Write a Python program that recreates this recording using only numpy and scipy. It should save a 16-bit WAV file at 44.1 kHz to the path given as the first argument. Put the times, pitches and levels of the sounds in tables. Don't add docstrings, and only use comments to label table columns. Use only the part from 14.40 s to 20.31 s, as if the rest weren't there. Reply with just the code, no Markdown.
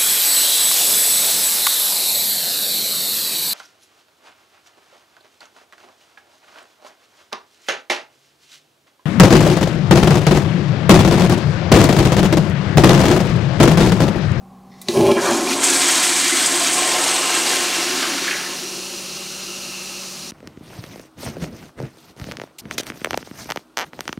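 import sys
import numpy as np
from scipy import signal
from scipy.fft import rfft, irfft
from scipy.io import wavfile

SR = 44100
rng = np.random.default_rng(int(sys.argv[2]) if len(sys.argv) > 2 else 0)


def transcribe(u):
    v = np.clip(np.atleast_2d(u).T, -1, 1)
    q = np.round(v * 32767).astype(np.int16)
    wavfile.write(sys.argv[1], SR, q)


N = 260631
TIME = np.arange(N) / SR
FREQS = np.fft.rfftfreq(N, 1 / SR)

ARRIVE_S, RIM_FULL_S = 0.546, 1.234
EASE_S, BREAK_S = 3.32, 3.88


def amp(db):
    return 10 ** (np.asarray(db) / 20)


def unit(x):
    return x / np.sqrt(np.mean(x ** 2) + 1e-20)


def curve(rows, axis=1):
    rows = np.asarray(rows)
    return np.interp(TIME, rows[:, 0], rows[:, axis])


def level(rows, axis=1, fade_db=150):
    outside_s = np.maximum(rows[0][0] - TIME, 0) + np.maximum(TIME - rows[-1][0], 0)
    return amp(curve(rows, axis=axis) - fade_db * outside_s)


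def stage(start, end, db, attack_s, fade_db_per_s, sag_db_per_s=0):
    early = np.maximum(start - TIME, 0)
    held = np.maximum(TIME - start, 0)
    late = np.maximum(TIME - end, 0)
    return amp(db - 20 * early / attack_s - sag_db_per_s * held - fade_db_per_s * late)


def pushes(rows, attack_s, fade_db_per_s, axis):
    gains = [stage(row[0], row[0] + row[1], row[axis], attack_s, fade_db_per_s) for row in rows]
    return np.sqrt(sum(gain ** 2 for gain in gains))


def wander(rate):
    return unit(irfft(rfft(rng.standard_normal(N)) * (FREQS > 2) / (1 + (FREQS / rate) ** 2), N))


def read(points, hz):
    f, value = np.transpose(points)
    return np.interp(np.log(hz + 1), np.log(f + 1), value)


def colour(x, points, size=4096):
    log_gain = np.log(amp(read(points, abs(np.fft.fftfreq(size, 1 / SR)))))
    taps = np.fft.ifft(np.exp(np.conj(signal.hilbert(log_gain)))).real
    return unit(signal.oaconvolve(x, taps[:size // 2])[:N])


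def resonate(x, hz, width):
    turn = np.exp(2j * np.pi * np.cumsum(hz * np.ones(len(x))) / SR)
    r = np.exp(-np.pi * width * np.sqrt(2) / SR)
    lowpassed = signal.lfilter([1], [1, -2 * r, r * r], x / turn + 1e-18)
    return unit((turn * lowpassed).real)


def ring(x, modes, bend=1):
    return unit(sum(amp(db) * resonate(x, hz * bend, width) for hz, width, db in modes))


def sustain(x, smooth_hz, share):
    power = irfft(rfft(x ** 2) * np.exp(-(FREQS / smooth_hz) ** 2), N)
    return unit(x / (abs(power) + .01) ** (np.clip(share, 0, 1) / 2))


def drops(per_s, spread_db, wash):
    size = amp(spread_db * np.minimum(rng.exponential(1, N), 4.5))
    hits = size * rng.choice([-1, 1], N) * (rng.random(N) < per_s / SR)
    return unit(unit(hits) + wash * rng.standard_normal(N))


def add(mix, s, sound):
    part = mix[round(s * SR):][:len(sound)]
    part += sound[:len(part)]


def bubbles(low_hz, high_hz, per_s, cycles, glide, count=24):
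    out, t = np.zeros(N), np.arange(SR // 20) / SR
    strength = rng.uniform(0.77, 1, N) * (rng.random(N) < per_s / SR)
    kind = rng.integers(0, count, N)
    for k, hz in enumerate(np.geomspace(low_hz, high_hz, count)):
        age = hz * t / cycles
        pop = np.sin(2 * np.pi * hz * t * (1 + glide * age)) * np.exp(-age) * (1 - np.exp(-hz * t))
        for at in np.flatnonzero(strength * (kind == k)):
            add(out, at / SR, strength[at] * pop)
    return unit(out)


# freq_hz, gain_db
FAN_SPECTRUM = [(30, -26), (65, -17.5), (110, -20), (150, -5.5), (195, -15.5), (245, -4), (290, -24.5),
                (690, -20.5), (785, -10.5), (890, -25.5), (1080, -16.5), (1250, -29), (1750, -37),
                (15000, -47.5)]
FAN_DB, HUM_HZ, HUM_DB = -46.5, 189.3, -46.5


def fan():
    hum = np.sqrt(2) * np.sin(2 * np.pi * HUM_HZ * TIME + 0.066 * wander(rate=3))
    return amp(FAN_DB) * colour(rng.standard_normal(N), FAN_SPECTRUM) + amp(HUM_DB) * hum


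# time_s, level_db
HANDLE_LEVEL = [(.295, -73), (.325, -51), (.35, -57), (.4, -58), (.47, -58), (.5, -70)]
# freq_hz, width_hz, gain_db
STEM_MODES = [(2000, 370, 0), (3800, 340, -3), (4270, 400, -1), (5270, 420, -2)]


def handle():
    return level(HANDLE_LEVEL) * ring(drops(per_s=700, spread_db=1, wash=0.67), STEM_MODES)


# time_s, relative_db
VALVE_LEVEL = [(.3, -70), (.47, -48), (.5, -31.5), (1.2, -39), (3.5, -25.5), (4.1, -29), (4.7, -31.5),
               (5.6, -32.5), (5.9, -34.5)]
# freq_hz, gain_db
VALVE_SPECTRUM = [(150, -53), (300, -0.5), (450, -8), (570, -1), (680, -9.5), (1250, -5), (1950, -10.5),
                  (2600, -1.5), (3500, -5.5), (4200, -2), (6900, -1), (7700, -6.5), (9000, -5.5),
                  (15500, -18.5)]
# freq_hz, width_hz, gain_db
VALVE_MODES = [(565, 29, -16), (4260, 440, 0.5), (4965, 260, -1.5), (5745, 490, 1.5)]
DRONE_HZ, DRONE_WIDTH_HZ = 370.5, 39


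def valve():
    hiss = colour(drops(per_s=2500, spread_db=2.5, wash=3.4), VALVE_SPECTRUM)
    tones = ring(rng.standard_normal(N), VALVE_MODES) * amp(wander(rate=13))
    drone = sustain(resonate(rng.standard_normal(N), DRONE_HZ, DRONE_WIDTH_HZ), smooth_hz=8.4, share=0.94)
    drone *= stage(EASE_S, 5.0, db=-39, attack_s=2.65, fade_db_per_s=4, sag_db_per_s=4)
    drone *= amp(2.8 * wander(rate=6.2))
    return level(VALVE_LEVEL) * (amp(-1.5) * hiss + amp(-5.5) * tones) + drone


# start_s, relative_db, crack_t60_s, treble_tilt_db
CLICK_HITS = [(0.415, -24, 0.053, 19), (0.4847, -5, 0.022, 5)]
# freq_hz, gain_db, t60_s
BODY_MODES = [(1100, -4, .06), (2010, -5, 0.081), (2410, -8, 0.1), (3580, 4, 0.033), (3980, 8, 0.026),
              (4500, 5, 0.027), (5830, -9, 0.072), (6700, -17, .06)]


def clicks():
    out, t = np.zeros(N), np.arange(SR // 4) / SR
    for s, db, t60, tilt_db in CLICK_HITS:
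        spectrum = [(600, -10), (1500, -tilt_db), (4000, 14.0), (8000, tilt_db), (16000, 2 * tilt_db - 24)]
        crack = colour(rng.standard_normal(N), spectrum)[:len(t)] * amp(-60 * t / t60)
        body = sum(amp(mode_db - 60 * t / decay_s) * np.sin(2 * np.pi * (hz * t + rng.random()))
                   for hz, mode_db, decay_s in BODY_MODES)
        add(out, s, amp(db) * (0.43 * crack + 0.12 * body) * (1 - np.exp(-t / 0.00048)))
    return out


VALVE_JET_HZ, RIM_JET_HZ = 9400, 8150


def jets():
    drive = drops(per_s=2000, spread_db=2.0, wash=0.31) * amp(2 * wander(rate=26))
    leak = stage(.425, 0.4, db=-54, attack_s=.008, fade_db_per_s=120)
    opening = leak + stage(ARRIVE_S, ARRIVE_S, db=-38, attack_s=.04, fade_db_per_s=22)
    rim = stage(RIM_FULL_S, 2.95, db=-21.5, attack_s=0.13, fade_db_per_s=24, sag_db_per_s=2.5)
    return opening * resonate(drive, VALVE_JET_HZ, width=1900) + rim * resonate(drive, RIM_JET_HZ, width=1330)


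# start_s, hold_s, groan_db, rumble_db, rim_ring_db
SURGE_PUSHES = [(.49, 0.018, -36.5, -32, -39.5), (.565, 0.13, -14, -21, -32.5), (.69, 0.032, -12, -30, -24),
                (.772, 0.0079, -16.5, -34, -25), (.845, 0.089, -23, -46, -27)]
SURGE_ATTACK_S, SURGE_FADE_DB_PER_S = 0.046, 480
# freq_hz, gain_db
RUMBLE_SPECTRUM = [(30, -31), (65, -12), (130, 7.5), (230, -7.5), (300, -4), (420, 9.5), (500, -10),
                   (720, -2), (900, -7), (1120, -27), (1250, -27), (2000, -20), (2500, -16.5),
                   (5000, -23.5), (12000, -34)]
# freq_hz, width_hz, gain_db
PIPE_MODES = [(129.6, 6.1, -19.5), (207.3, 8.4, -7.5), (236, 12, -1.5), (346, 11.3, 0.5), (386.4, 23.4, 5),
              (578, 52, 0), (722, 27, -20), (844, 33, -8.5), (1062, 63, -12)]
# freq_hz, width_hz, gain_db
RIM_MODES = [(1013, 23, 14), (1277, 26, -1), (1370, 14, 3), (1674, 20, 6.5), (1730, 28, -13), (2322, 60, 8),
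             (2430, 32, 7), (2610, 54, -1), (2830, 35, 6), (3234, 76, 8.5), (3940, 68, -6)]
# start_s, level_db
SLUG_HITS = [(0.485, -11.5), (0.554, -21), (.571, -13.5), (.595, -2), (0.636, -27), (0.672, -9),
             (0.713, -7)]


def surge():
    sloshing = 1 + 0.014 * wander(rate=16)
    groan = ring(drops(per_s=780, spread_db=4.5, wash=0.83), PIPE_MODES, sloshing)
    groan = sustain(groan, smooth_hz=30, share=0.57)
    rumble = colour(drops(per_s=270, spread_db=3.0, wash=0.77), RUMBLE_SPECTRUM)
    bursts = drops(per_s=250, spread_db=-1.5, wash=0.8)
    bursts += .5 * bubbles(980, 4090, per_s=220, cycles=7.9, glide=0.026)
    last_air = stage(0.74, 1.0, db=-26, attack_s=.2, fade_db_per_s=41)
    rim_air = stage(1.3, 1.8, db=-36, attack_s=0.57, fade_db_per_s=100)
    groan_push, rumble_push, rim_push = [
        pushes(SURGE_PUSHES, SURGE_ATTACK_S, SURGE_FADE_DB_PER_S, axis=axis) for axis in (2, 3, 4)]
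    out = groan * np.hypot(groan_push, last_air)
    out += rumble * np.hypot(rumble_push, amp(-15.5) * last_air)
    out += ring(bursts, RIM_MODES, sloshing) * np.hypot(rim_push, rim_air)
    out *= stage(0.477, N / SR, db=0, attack_s=.02, fade_db_per_s=0)
    t = np.arange(SR // 4) / SR
    for s, db in SLUG_HITS:
        thud = sum(amp(mode_db) * np.exp(-np.pi * width * t) * np.sin(2 * np.pi * (hz * t + rng.random()))
                   for hz, width, mode_db in PIPE_MODES)
        add(out, s, amp(db) * thud / abs(thud).max() * (1 - np.exp(-t / 0.0026)))
    return out


# start_s, peak_db, centre_hz, width_hz, t60_s
SPIT_BURSTS = [(0.714, -14, 2830, 2500, 0.025), (1.11, -16, 2300, 1200, 0.077),
               (1.128, -16, 3480, 3000, 0.062), (1.237, -6, 7150, 2200, 0.074),
               (1.298, -3, 7400, 2000, 0.067), (1.92, -17.5, 2080, 247, 0.25),
               (2.058, -7.5, 7900, 1300, .11), (2.271, -12, 6840, 1100, .035),
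               (3.155, -16, 9600, 2500, 0.036), (3.909, -13, 2100, 900, 0.057),
               (3.939, -22, 2200, 600, 0.12), (4.195, -27, 4500, 2500, .04)]


def spits():
    out, t = np.zeros(N), np.arange(SR // 4) / SR
    for s, db, hz, width, t60 in SPIT_BURSTS:
        fizz = signal.lfilter([1, 0, -1], [1], rng.standard_normal(len(t)))
        burst = resonate(fizz, hz, width) * amp(-60 * t / t60) * (1 - np.exp(-t / 0.0025))
        add(out, s, amp(db) * burst / abs(burst).max())
    return out


# start_s, length_s, level_db, lowest_hz, highest_hz
BUBBLE_SWARMS = [(0.768, 0.049, -26.5, 1310, 1920), (0.815, 0.095, -23, 930, 1140),
                 (0.818, .12, -28.5, 1300, 1800), (2.397, 0.57, -33, 708, 1100),
                 (3.556, 0.2, -32, 1208, 1880), (3.86, 0.15, -30, 1420, 2430),
                 (3.973, 0.15, -39, 1200, 2150), (5.303, 0.3, -45.5, 2520, 2640)]


def gulps():
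    out = np.zeros(N)
    for s, length, db, low_hz, high_hz in BUBBLE_SWARMS:
        swell = np.sqrt(np.maximum(0, 1 - (2 * (TIME - s) / length - 1) ** 2))
        out += amp(db) * swell * bubbles(low_hz, high_hz, per_s=500, cycles=10.1, glide=0.012, count=10)
    return out


# time_s, relative_db, resonance_hz
THROAT_POCKET = [(.88, -27.5, 343), (1.05, -23.5, 310), (1.32, -26.5, 323), (1.55, -29.5, 307),
                 (1.8, -31, 314), (2.5, -29, 333), (2.8, -33.5, 338), (3.0, -27.5, 395), (3.25, -33, 356),
                 (3.75, -30.5, 287), (4.0, -41.5, 330), (4.3, -41.5, 345)]
# freq_hz, width_hz, gain_db
BOWL_MODES = [(626, 53, -2), (727.4, 39, 5), (910, 100, 1.5), (1058, 27, 3.5)]
# freq_hz, gain_db
CHURN_SPECTRUM = [(100, -54), (300, -29.5), (480, 6.5), (800, -3), (1200, -0.5), (1600, -27), (3000, -47)]
# time_s, relative_db
GURGLE_LEVEL = [(.8, -30), (1.35, -23.5), (1.85, -30.5), (2.55, -23), (2.85, -24.5), (3.9, -33.5),
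                (4.4, -48)]
# start_s, hold_s, gurgle_db, splash_db, spray_db
GUSH_PUSHES = [(.845, .11, -20.5, -35.5, -29.5), (1.11, 0.028, -33, -27.5, -26.5),
               (1.45, .08, -33, -27.5, -37), (3.06, .1, -29.5, -29, -26)]
GUSH_ATTACK_S, GUSH_FADE_DB_PER_S = 0.094, 200


def siphon():
    boom = resonate(drops(per_s=500, spread_db=-0.5, wash=1.0), curve(THROAT_POCKET, axis=2), width=126)
    boom = colour(boom, [(120, -15.5), (195, -12.0), (240, -2), (272, 11), (302, 1.0),
                         (342, 6.5), (395, 1.0), (450, -1.5), (900, -17.0)])
    boom = sustain(boom, smooth_hz=11, share=0.12)
    hollow = ring(drops(per_s=400, spread_db=4.0, wash=1.0), BOWL_MODES)
    churn = colour(drops(per_s=600, spread_db=2.5, wash=0.75), CHURN_SPECTRUM)
    gurgle = amp(-6.0) * hollow + amp(-10.5) * churn
    gurgle += amp(-8.5) * bubbles(610.0, 1537, per_s=180, cycles=11.7, glide=0.014)
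    gushing = pushes(GUSH_PUSHES, GUSH_ATTACK_S, GUSH_FADE_DB_PER_S, axis=2)
    gurgling = np.hypot(level(GURGLE_LEVEL, fade_db=25), gushing)
    gurgle *= gurgling * amp(0.23 * wander(rate=12))
    return amp(-1.0) * level(THROAT_POCKET, fade_db=47) * boom + gurgle


# freq_hz, gain_db
SPLASH_SPECTRUM = [(200, -51), (700, -36), (1150, 1), (1350, -3), (1650, 3.5), (2300, 0), (3200, 5),
                   (4000, 3), (5200, -0.5), (9000, -22.5)]
# freq_hz, width_hz, gain_db
SPLASH_MODES = [(1320, 40, -3.5), (1724, 260, -4), (2082, 35, 1), (2298, 230, 7.5), (2790, 54, -8),
                (3380, 180, -15), (3980, 380, -34)]
# freq_hz, gain_db
MIST_SPECTRUM = [(300, -58), (2500, -15.5), (4000, 2.5), (5000, 2), (6500, 8), (8500, 3), (9500, 0.5),
                 (10500, -1.5), (12500, -7), (15500, -20.5)]


def spray():
    pulsing = wander(rate=30)
    splash = amp(-1) * colour(drops(per_s=1600, spread_db=2.5, wash=0.78), SPLASH_SPECTRUM)
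    splash += amp(-9.0) * ring(drops(per_s=410, spread_db=-0.5, wash=0.57), SPLASH_MODES)
    splash += amp(-7.5) * bubbles(1281, 4207, per_s=350, cycles=16.8, glide=0.0153)
    splash *= amp(0.83 * pulsing + wander(rate=14))
    mist = colour(drops(per_s=2400, spread_db=3.0, wash=0.99), MIST_SPECTRUM)
    mist += amp(-5) * bubbles(4220, 9330, per_s=360, cycles=28, glide=0.011)
    mist *= amp(1.04 * pulsing)
    trickle = stage(.83, 1.06, db=-29.5, attack_s=0.085, fade_db_per_s=37)
    draining = stage(RIM_FULL_S, BREAK_S, db=0, attack_s=0.059, fade_db_per_s=41)
    coarse = draining * stage(1.266, EASE_S, db=-21.5, attack_s=0.65, fade_db_per_s=4, sag_db_per_s=2.0)
    fine = draining * stage(1.3, EASE_S, db=-20.5, attack_s=1.0, fade_db_per_s=10, sag_db_per_s=3.5)
    splash_gush, mist_gush = [
        pushes(GUSH_PUSHES, GUSH_ATTACK_S, GUSH_FADE_DB_PER_S, axis=axis) for axis in (3, 4)]
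    splash *= np.sqrt(coarse ** 2 + (amp(-3) * trickle) ** 2 + splash_gush ** 2)
    mist *= np.sqrt(fine ** 2 + trickle ** 2 + mist_gush ** 2)
    return splash + mist


# start_s, level_db, start_pitch_hz, t60_s
PLOP_BUBBLES = [(1.072, -18.5, 2410, 0.061), (1.123, -17, 2410, 0.064), (1.916, -18, 2030, 0.093),
                (2.213, -20.5, 693, 0.17), (3.133, -15, 1610, 0.041), (3.631, -18.5, 1546, 0.093),
                (3.88, -11, 1703, 0.037), (3.909, -21, 1740, .05), (4.06, -25, 1770, 0.065),
                (4.087, -33, 1750, .05)]


def plops():
    out, t = np.zeros(N), np.arange(SR // 5) / SR
    for s, db, hz, t60 in PLOP_BUBBLES:
        tone = np.sin(2 * np.pi * hz * t * (1 + 0.014 * t / t60))
        add(out, s, amp(db - 60 * t / t60) * tone * (1 - np.exp(-t / 0.00065)))
    return out


# start_s, hold_s, level_db, attack_s, fade_db_per_s
RINSE_FLOWS = [(2.75, 0.19, -30.5, 0.81, 8.5), (5.0, .5, -41, 0.7, 58)]
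RINSE_HZ = 2786


def refill():
    drive = drops(per_s=1100, spread_db=1.0, wash=1)
    hz = RINSE_HZ * (1 + 0.0097 * wander(rate=6))
    hz = hz - 110 * stage(5.42, 5.48, db=1, attack_s=.16, fade_db_per_s=200)
    gains = [stage(s, s + hold, db, attack_s, fade) for s, hold, db, attack_s, fade in RINSE_FLOWS]
    flow = np.sqrt(sum(gain ** 2 for gain in gains))
    return flow * (resonate(drive, hz, width=190) + amp(-10.5) * resonate(drive, 0.473 * hz, width=75))


# freq_hz, t60_s
ROOM_DECAY = [(125, 0.31), (500, 0.35), (2000, 0.99), (6000, 0.14), (14000, 0.23)]


def room(x):
    taps = rng.standard_normal(SR) * (rng.random(SR) < 3000 / SR)
    taps *= np.arange(SR) > SR // 250
    hz, t, z = signal.stft(taps, SR, nperseg=256)
    tail = signal.istft(z * amp(-60 * t / read(ROOM_DECAY, hz)[:, None]), SR, nperseg=256)[1]
    return signal.fftconvolve(x, tail / np.linalg.norm(tail))[:N]


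def scene():
    arrived = stage(ARRIVE_S, N / SR, db=0, attack_s=.025, fade_db_per_s=0)
    plumbing = handle() + valve() + clicks() + surge()
    bowl = arrived * (siphon() + spray()) + jets() + gulps() + spits() + plops() + refill()
    mono = plumbing + bowl + amp(-11.5) * room(plumbing + bowl) + fan()
    return np.array([mono, mono])


EDGE_HZ = 15800


def record(dry):
    ceiling = 0.97
    rounded = ceiling * np.tanh(dry / ceiling)
    lowpass = signal.firwin(511, EDGE_HZ, window=("kaiser", 9), fs=SR)
    return signal.oaconvolve(rounded, lowpass[None], "same")


dry = scene()
out = record(dry)
transcribe(out)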